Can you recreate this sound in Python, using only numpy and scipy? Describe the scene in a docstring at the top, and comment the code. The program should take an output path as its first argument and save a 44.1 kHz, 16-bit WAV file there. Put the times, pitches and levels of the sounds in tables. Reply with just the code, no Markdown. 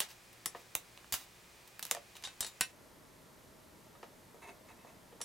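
"""A sharp snip over a steady hiss: wire strippers at work in a small, dry workshop.
The jaws crack through wire, insulation scrapes off by stick-slip friction, and the steel rings in
its modes as the tool is taken up and laid down. Blows excite the bench and an aluminium rail.
Halfway through, the hiss gives way to a duller rush; fingers then fumble wires against a small housing."""
import sys
import numpy as np
from scipy import signal
from scipy.fft import rfft, irfft, next_fast_len
from scipy.io import wavfile

SR = 44100
rng = np.random.default_rng(int(sys.argv[2]) if len(sys.argv) > 2 else 0)


def unload_audio(sound):
    """Save the sound as a 16-bit wav file, at the path given as the first command line argument."""
    columns = np.transpose(np.atleast_2d(sound))
    # keep every value between -1 and 1, then stretch to whole-number steps
    steps = np.round(np.clip(columns, -1, 1) * 32767)
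    wavfile.write(sys.argv[1], SR, steps.astype(np.int16))


N = 231172
TIME = np.arange(N) / SR
AGE = np.arange(SR // 3) / SR  # seconds since a blow


def amp(db):
    """Amplitude ratio of a level in decibels."""
    return 10 ** (np.asarray(db) / 20)


def unit(x):
    """Normalisation to rms 1."""
    return x / np.sqrt(np.mean(x ** 2) + 1e-20)


def along(points, hz):
    """Interpolation on a logarithmic frequency axis."""
    point_hz, values = np.transpose(points)
    return np.interp(np.log(hz + 1), np.log(point_hz + 1), values)


def filtered(x, response):
    """Linear filtering: the spectrum times a frequency response."""
    size = next_fast_len(x.shape[-1] + SR // 4)
    return irfft(rfft(x, size) * response(np.fft.rfftfreq(size, 1 / SR)), size)[..., :x.shape[-1]]


def add(track, start_s, sound):
    """Superposition of a sound onto a track."""
    part = track[..., max(0, round(start_s * SR)):][..., :sound.shape[-1]]
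    part += sound[..., :part.shape[-1]]


def fade(t60):
    """Exponential decay: 60 dB in t60 seconds."""
    return np.exp(-np.log(1000) * AGE / t60)


def burst(t60):
    """A broadband transient: damped white noise."""
    return rng.standard_normal(len(AGE)) * fade(t60)


def ring(modes, scatter_db, damping=1):
    """Free vibration: a sum of modes of scattered strength; damping divides each decay time."""
    hz, db, t60 = np.transpose(modes)[:, :, None]
    gain = amp(db + scatter_db * rng.standard_normal(hz.shape))
    phase = 2 * np.pi * (hz * AGE + rng.random(hz.shape))
    return np.sum(gain * np.sin(phase) * fade(t60 / damping), 0) / np.sqrt(np.sum(gain ** 2) / 2)


# left-right likeness of the air: frequency_hz, correlation
AIR_COHERENCE = [(60, 0.79), (180, 0.67), (550, 0.57), (1650, 0.45), (4970, 0.86), (15000, 0.85)]

def air(spectrum):
    """Partly coherent noise: the ratio of mid to side sets the stereo correlation."""
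    def response(hz):
        angle = np.arccos(np.clip(along(AIR_COHERENCE, hz), -1, 1)) / 2
        return amp(along(spectrum, hz)) * [np.cos(angle), np.sin(angle)]
    mid, side = filtered(rng.standard_normal((2, N)), response)
    return unit(np.array([mid + side, mid - side]))


# noise spectra: frequency_hz, relative_density_db
HISS_SPECTRUM = [(15, -41), (25, -4), (137, -1), (301, -4.5), (373, -3), (545, -3), (607, -3.5), (677, -4),
                 (1260, -5.5), (1370, -8), (1610, -5.5), (2480, -5.5), (2690, -8), (7710, -12.5),
                 (16000, -20)]
RUSH_SPECTRUM = [(15, -45), (25, -8), (180, -2.5), (575, -7.5), (624, -3), (695, -12), (936, -8.5),
                 (1260, -13.5), (1370, -11.5), (1480, -15.5), (1840, -14), (2550, -19.5), (8590, -23),
                 (14400, -25), (16000, -39)]
# steady tones: pitch_hz, level_db
HUM_TONES = [(60, -80.5), (120, -76.5), (176, -78.5), (360, -77.5), (2444, -77)]

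def background(hiss_db=-59.5, rush_db=-59):
    """An equal-power crossfade leads from hiss and faint hum to a duller rush."""
    rush_share = np.clip((TIME - 2.705) / 0.0094, 0, 1)
    hum = sum(amp(db) * np.sqrt(2) * np.sin(2 * np.pi * (hz * TIME + rng.random()))
              for hz, db in HUM_TONES)
    hiss = amp(hiss_db) * air(HISS_SPECTRUM)
    rush = amp(rush_db) * air(RUSH_SPECTRUM)
    return np.sqrt(1 - rush_share) * (hiss + hum) + np.sqrt(rush_share) * rush


# limits of five contact bands, bass to treble: edge_hz
CONTACT_BANDS = [150, 550, 1400, 3200, 7000, 16500]

def contact(x, colour_db, level_db, contact_ms, body_db, body_hz=3200):
    """Impact spectrum: a larger body radiates more lows, a longer contact removes treble."""
    x = x / np.sqrt(np.mean(x[:SR // 200] ** 2))  # rms 1 over the first 5 ms
    out = np.zeros_like(x)
    for lo, hi, db in zip(CONTACT_BANDS, CONTACT_BANDS[1:], colour_db):
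        band = signal.sosfilt(signal.butter(3, [lo, hi], "band", fs=SR, output="sos"), x)
        out += amp(level_db + db + body_db * (hi <= body_hz)) * unit(band) * np.std(x)
    corner_hz = np.clip(1000 / contact_ms, 200, .48 * SR)
    return signal.sosfilt(signal.butter(2, corner_hz, fs=SR, output="sos"), out)


# the room's decay: frequency_hz, t60_s
REVERB_TIMES = [(200, 0.23), (1500, 0.16), (5000, 0.15), (14000, 0.13)]

def workshop(x, wet_db, build_s=0.00047, shared=0.75):
    """Reverberation: direct sound plus a diffuse tail, partly shared by left and right."""
    hz, t, spectra = signal.stft(rng.standard_normal((3, SR // 4)), SR, nperseg=256)
    decay = np.exp(-np.log(1000) * t / along(REVERB_TIMES, hz)[:, None])
    tails = signal.istft(spectra * decay, SR, nperseg=256)[1]
    tails = (tails[:2] + shared * tails[2]) * (1 - np.exp(-AGE[:tails.shape[1]] / build_s))
    wet = signal.fftconvolve(x[None], tails / np.linalg.norm(tails[0]), axes=1)[:, :len(x)]
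    return x + amp(wet_db) * wet


# jaw snaps and wire clicks: start_s, level_db, contact_ms, body_db, rattle_db
JAW_SNAPS = [(.0033, -29, 0.074, -0.5, -16), (.3296, -62, 0.046, 2, -8), (.7512, -41.5, 0.037, -14, -35),
             (0.7523, -31.5, 0.056, 2, -28), (0.9752, -50, 0.21, 1.5, -35), (1.044, -55, 0.57, 7.5, -28),
             (1.1404, -36, .075, 3, -24), (1.6765, -58, .05, -8, -11), (1.7941, -46, .055, 5.5, -20.5),
             (1.8271, -37, 0.088, -5, -11), (1.8524, -42, 0.074, -3, -30), (1.867, -52, .055, 0, -29),
             (1.912, -27, 0.091, -1, -15.5), (1.9492, -44.5, 0.082, -3, -23), (2.1672, -50, 0.13, 1.5, -16),
             (2.225, -54, 0.11, 1, -15)]
# their colour, by contact band: gain_db
SNAP_COLOUR = [-18.5, -10.5, -5.5, -2, 1.5]

def snips():
    """Fracture: the jaws break through in one crack, and the gripped tool rattles briefly."""
    out = np.zeros((2, N))
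    for start_s, level_db, contact_ms, body_db, rattle_db in JAW_SNAPS:
        snap = burst(t60=.0038) + amp(rattle_db) * burst(t60=0.049)
        snap = contact(snap, SNAP_COLOUR, level_db, contact_ms, body_db)
        add(out, start_s, workshop(snap, wet_db=-8.5, build_s=0.0024))
    return out


# wire and insulation dragged over an edge: start_s, level_db, contact_ms, body_db, t60_s
EDGE_DRAGS = [(.0163, -39, 0.17, 2, 0.13), (1.124, -33.5, 0.061, -2, 0.13), (1.139, -37, 0.044, 2.5, 0.093),
              (2.2383, -37.5, 0.18, -2.5, 0.12)]
# their colour, by contact band: gain_db
DRAG_COLOUR = [-25.5, -12.5, -6.5, -1.5, 0]

def scrapes():
    """Stick-slip friction: a catch, then a dying run of tiny slips."""
    out = np.zeros((2, N))
    for start_s, level_db, contact_ms, body_db, t60 in EDGE_DRAGS:
        slips = burst(t60) * unit(rng.exponential(size=len(AGE)) ** 0.67)
        catch = 2.4 * burst(t60=0.0053)
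        drag = contact(catch + slips, DRAG_COLOUR, level_db, contact_ms, body_db)
        add(out, start_s, workshop(drag, wet_db=-5))
    return out


def friction(strokes, response, grain):
    """Sliding friction: grainy noise swells and eases with each stroke, through a unit-power filter."""
    force = sum(amp(db) * np.interp(TIME, start_s + length_s * np.array([0, 1 / 6, 2 / 3, 4 / 3]),
                                    [0.005, 1, 1, 0.0082]) for start_s, length_s, db in strokes)
    roughness = np.repeat(rng.exponential(size=N // 64 + 1), 64)[:N] ** grain
    noise = force * unit(rng.standard_normal(N) * roughness)
    power_gain = np.mean(np.abs(response(np.linspace(0, SR / 2, 4096))) ** 2)
    return filtered(noise, response) / np.sqrt(power_gain)


# wire strokes through the fingers and on the housing: start_s, nominal_length_s, level_db
FINGER_SLIDES = [(.082, 0.045, -54.5), (.555, 0.068, -63), (1.17, 0.07, -54), (1.83, 0.11, -57),
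                 (2.15, 0.028, -58), (2.456, 0.041, -53), (5.229, .031, -78)]
HOUSING_RUBS = [(4.415, 0.051, -54.5), (4.47, 0.043, -51.5), (4.68, 0.041, -57), (4.765, 0.072, -66),
                (4.86, 0.06, -61.5)]
# wire on skin: frequency_hz, relative_density_db
SKIN_SPECTRUM = [(290, -29), (500, -6.5), (3110, -3), (3340, -5), (3860, -2.5), (10100, -9), (16000, -10)]
# the housing's resonances: pitch_hz, bandwidth_hz, gain_db
HOUSING_MODES = [(410, 56, 0), (702, 25, 5), (880, 75, 0.5), (1150, 400, -6), (1840, 320, -7),
                 (2190, 104, -1.5), (2610, 50, 0), (3820, 450, -15), (6500, 270, -14.5), (9200, 2100, -23)]

def wires():
    """Friction and forced vibration: wire hisses through the fingers and drives the housing's modes."""
    def housing(hz):
        return sum((-1) ** k * amp(db) * 1j * hz * width / (pitch ** 2 - hz ** 2 + 1j * hz * width)
                   for k, (pitch, width, db) in enumerate(HOUSING_MODES))
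    slides = friction(FINGER_SLIDES, lambda hz: amp(along(SKIN_SPECTRUM, hz)), grain=0.25)
    rubs = friction(HOUSING_RUBS, housing, grain=0.34)
    return workshop(slides + rubs, wet_db=-8.5, build_s=0.0031)


# the tool's modes: pitch_hz, struck_at_jaws_db, struck_at_shank_db, nominal_t60_s
STEEL_MODES = [(3690, -18, -5, .12), (3763, -15, -1, .15), (4170, -9, -4, .09), (4500, -14, -5, .09),
               (5001, -20, -7, .17), (5645, 0, -9, .11), (5798, -12, -9, .12), (6121, -12, -8, .1),
               (7111, -20, -9, .26), (7385, -2, -8, .06), (7790, -10, -4, .11), (8085, -13, -7, .11),
               (8620, -7, -14, .11), (8812, -5, -5, .14), (10095, -9, -14, .11), (10340, -10, -14, .1),
               (10490, -2, -2, .12), (10650, -8, -10, .1), (10800, 0, 0, .11), (11210, -12, -16, .1),
               (11900, -17, -15, .13), (14520, -11, -15, .09), (14780, -16, -9, .12)]
# blows on the tool: start_s, level_db, contact_ms, body_db, ring_db, spot (0 jaws, 1 shank)
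STEEL_BLOWS = [(0.4584, -32, 0.043, 1, -13, 0), (2.153, -45, 0.3, -4, -6, 0.71),
               (2.2508, -34, 0.24, -12.5, -8, 1), (2.2728, -38, 0.24, -1.5, -15, 0.56),
               (2.4066, -31, 0.038, -5.5, -21, 0.69), (2.4093, -38.5, 0.062, -2, -3, 1),
               (2.427, -35.5, 0.16, -2, -6, 0.68), (2.4458, -36.5, 0.14, -1.5, -12, 0.7),
               (2.465, -41, 0.12, -10, -10, 1), (2.609, -26.5, 0.042, 0.5, -15.5, 0),
               (5.2138, -36, 0.1, -3.5, -7, 0)]
# their colour, by contact band: gain_db
STEEL_COLOUR = [-18, -11.5, -8.5, -3.5, -0.5]

def clinks():
    """Modal excitation: the point of impact decides how strongly each mode of the steel rings."""
    out = np.zeros((2, N))
    soften = signal.butter(2, 11500, fs=SR, output="sos")
    for start_s, level_db, contact_ms, body_db, ring_db, spot in STEEL_BLOWS:
        modes = [(hz, jaws + spot * (shank - jaws), t60) for hz, jaws, shank, t60 in STEEL_MODES]
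        steel = ring(modes, scatter_db=1, damping=1.02) + .75 * burst(t60=.085)
        blow = signal.sosfilt(soften, burst(t60=0.018) + amp(ring_db) * steel)
        clink = contact(blow, STEEL_COLOUR, level_db, contact_ms, body_db)
        add(out, start_s, workshop(clink, wet_db=-8.5))
    return out


# the bench top's modes: pitch_hz, level_db, nominal_t60_s
BENCH_MODES = [(379, -5, 0.12), (472, 0, 0.13), (570, -8.5, 0.19), (689, -2.5, 0.088), (813, 6.5, 0.014),
               (952, -10, 0.09), (1060, -4, 0.021), (1251, -5.5, 0.077), (1835, 0, 0.031),
               (2410, -10, 0.11)]
# knocks on bench and housing: start_s, level_db, contact_ms, body_db
SOFT_BLOWS = [(.5475, -43, 0.36, 1), (.561, -56, .1, -2), (1.913, -44, .3, -12), (1.947, -41, 0.12, -9),
              (1.967, -45.5, 0.16, -4.5), (3.95, -57.5, 0.21, -2), (4.0285, -46, 0.19, 2),
              (4.343, -54.5, 0.88, 5), (4.846, -50, .9, -3), (5.124, -57.5, 0.28, 11.5),
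              (5.204, -50.5, .1, 3)]
# their colour, by contact band: gain_db
KNOCK_COLOUR = [-6.5, -0.5, -6.5, -10.5, -12]

def knocks(ring_db=-2):
    """Compliant impact: a soft blow builds gradually and excites the damped modes of the wood."""
    out = np.zeros((2, N))
    for start_s, level_db, contact_ms, body_db in SOFT_BLOWS:
        wood = ring(BENCH_MODES, scatter_db=3.5, damping=1.4) + 0.57 * burst(t60=0.11)
        blow = (burst(t60=0.013) + amp(ring_db) * wood) * (1 - fade(0.0053))
        knock = contact(blow, KNOCK_COLOUR, level_db, contact_ms, body_db, body_hz=550)
        add(out, start_s, workshop(knock, wet_db=-10.5, build_s=0.0087))
    return out


# the bench's low modes: pitch_hz, gain_db, t60_s
THUD_MODES = [(61, 8, 0.045), (119, 8.5, 0.042), (232, 3, 0.02)]
# bumps of the hand holding the tool: start_s, level_db
HAND_BUMPS = [(0.752, -58), (1.125, -57), (1.138, -54.5), (2.405, -60), (2.613, -60.5)]

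def bumps():
    """Impulse response: the bench's low modes answer each bump with a dull thud."""
    out = np.zeros(N)
    thud = sum(amp(db) * np.sin(2 * np.pi * hz * AGE) * fade(t60) for hz, db, t60 in THUD_MODES)
    for start_s, level_db in HAND_BUMPS:
        add(out, start_s, amp(level_db) * thud)
    return signal.sosfilt(signal.butter(2, 38, "high", fs=SR, output="sos"), out)


# the aluminium rail's modes: pitch_hz, level_db, t60_s
RAIL_MODES = [(511, -18, .24), (721, -21, .24), (1529, 1, .13), (1866, -4, .16), (2100, -6, .12),
              (2400, -8, .12), (2627, -1, .13), (2853, -7, .15), (2950, -2, .11), (3450, -6, .1),
              (3757, -4, .13), (3828, -8, .13), (4169, -2, .11), (4590, -6, .09)]
# blows on the rail: start_s, level_db
RAIL_KNOCKS = [(2.274, -47.5), (2.6092, -31)]

def rail():
    """Modal overlap: the hollow rail clanks with clear modes over a dense wash of weaker ones."""
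    out = np.zeros(N)
    hollow = signal.butter(2, [1900, 4500], "band", fs=SR, output="sos")
    for start_s, level_db in RAIL_KNOCKS:
        wash = 1.34 * signal.sosfilt(hollow, burst(t60=0.12))
        add(out, start_s, amp(level_db) * (wash + .78 * ring(RAIL_MODES, scatter_db=1)))
    return workshop(out, wet_db=-7)


def bench_reflection(x, strength, left_s, right_s):
    """Comb filtering: the sound interferes with its delayed reflection from the bench top."""
    delay_s = np.array([[left_s], [right_s]])
    return filtered(x, lambda hz: 1 + strength * np.exp(-2j * np.pi * hz * delay_s))


# where the hands work: time_s, left_minus_right_db
HAND_POSITION = [(0, -1), (.46, 2), (.75, -3), (1.12, -1.2), (1.9, -1), (2.4, 0.5), (2.6, -0.5),
                 (5.2, -0.5)]

def scene():
    """A level difference between the channels places all the handwork, over the background."""
    work = snips() + scrapes() + wires() + clinks() + knocks() + bumps() + rail()
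    work = bench_reflection(work, strength=0.23, left_s=0.001013, right_s=0.0011)
    lean_db = np.interp(TIME, *np.transpose(HAND_POSITION))
    return work * amp([lean_db / 2, -lean_db / 2]) + background()


def record(dry):
    """Band limiting: an ideal low-pass filter removes the highest treble."""
    return filtered(dry, lambda hz: hz < 16050)


dry = scene()
out = record(dry)
unload_audio(out)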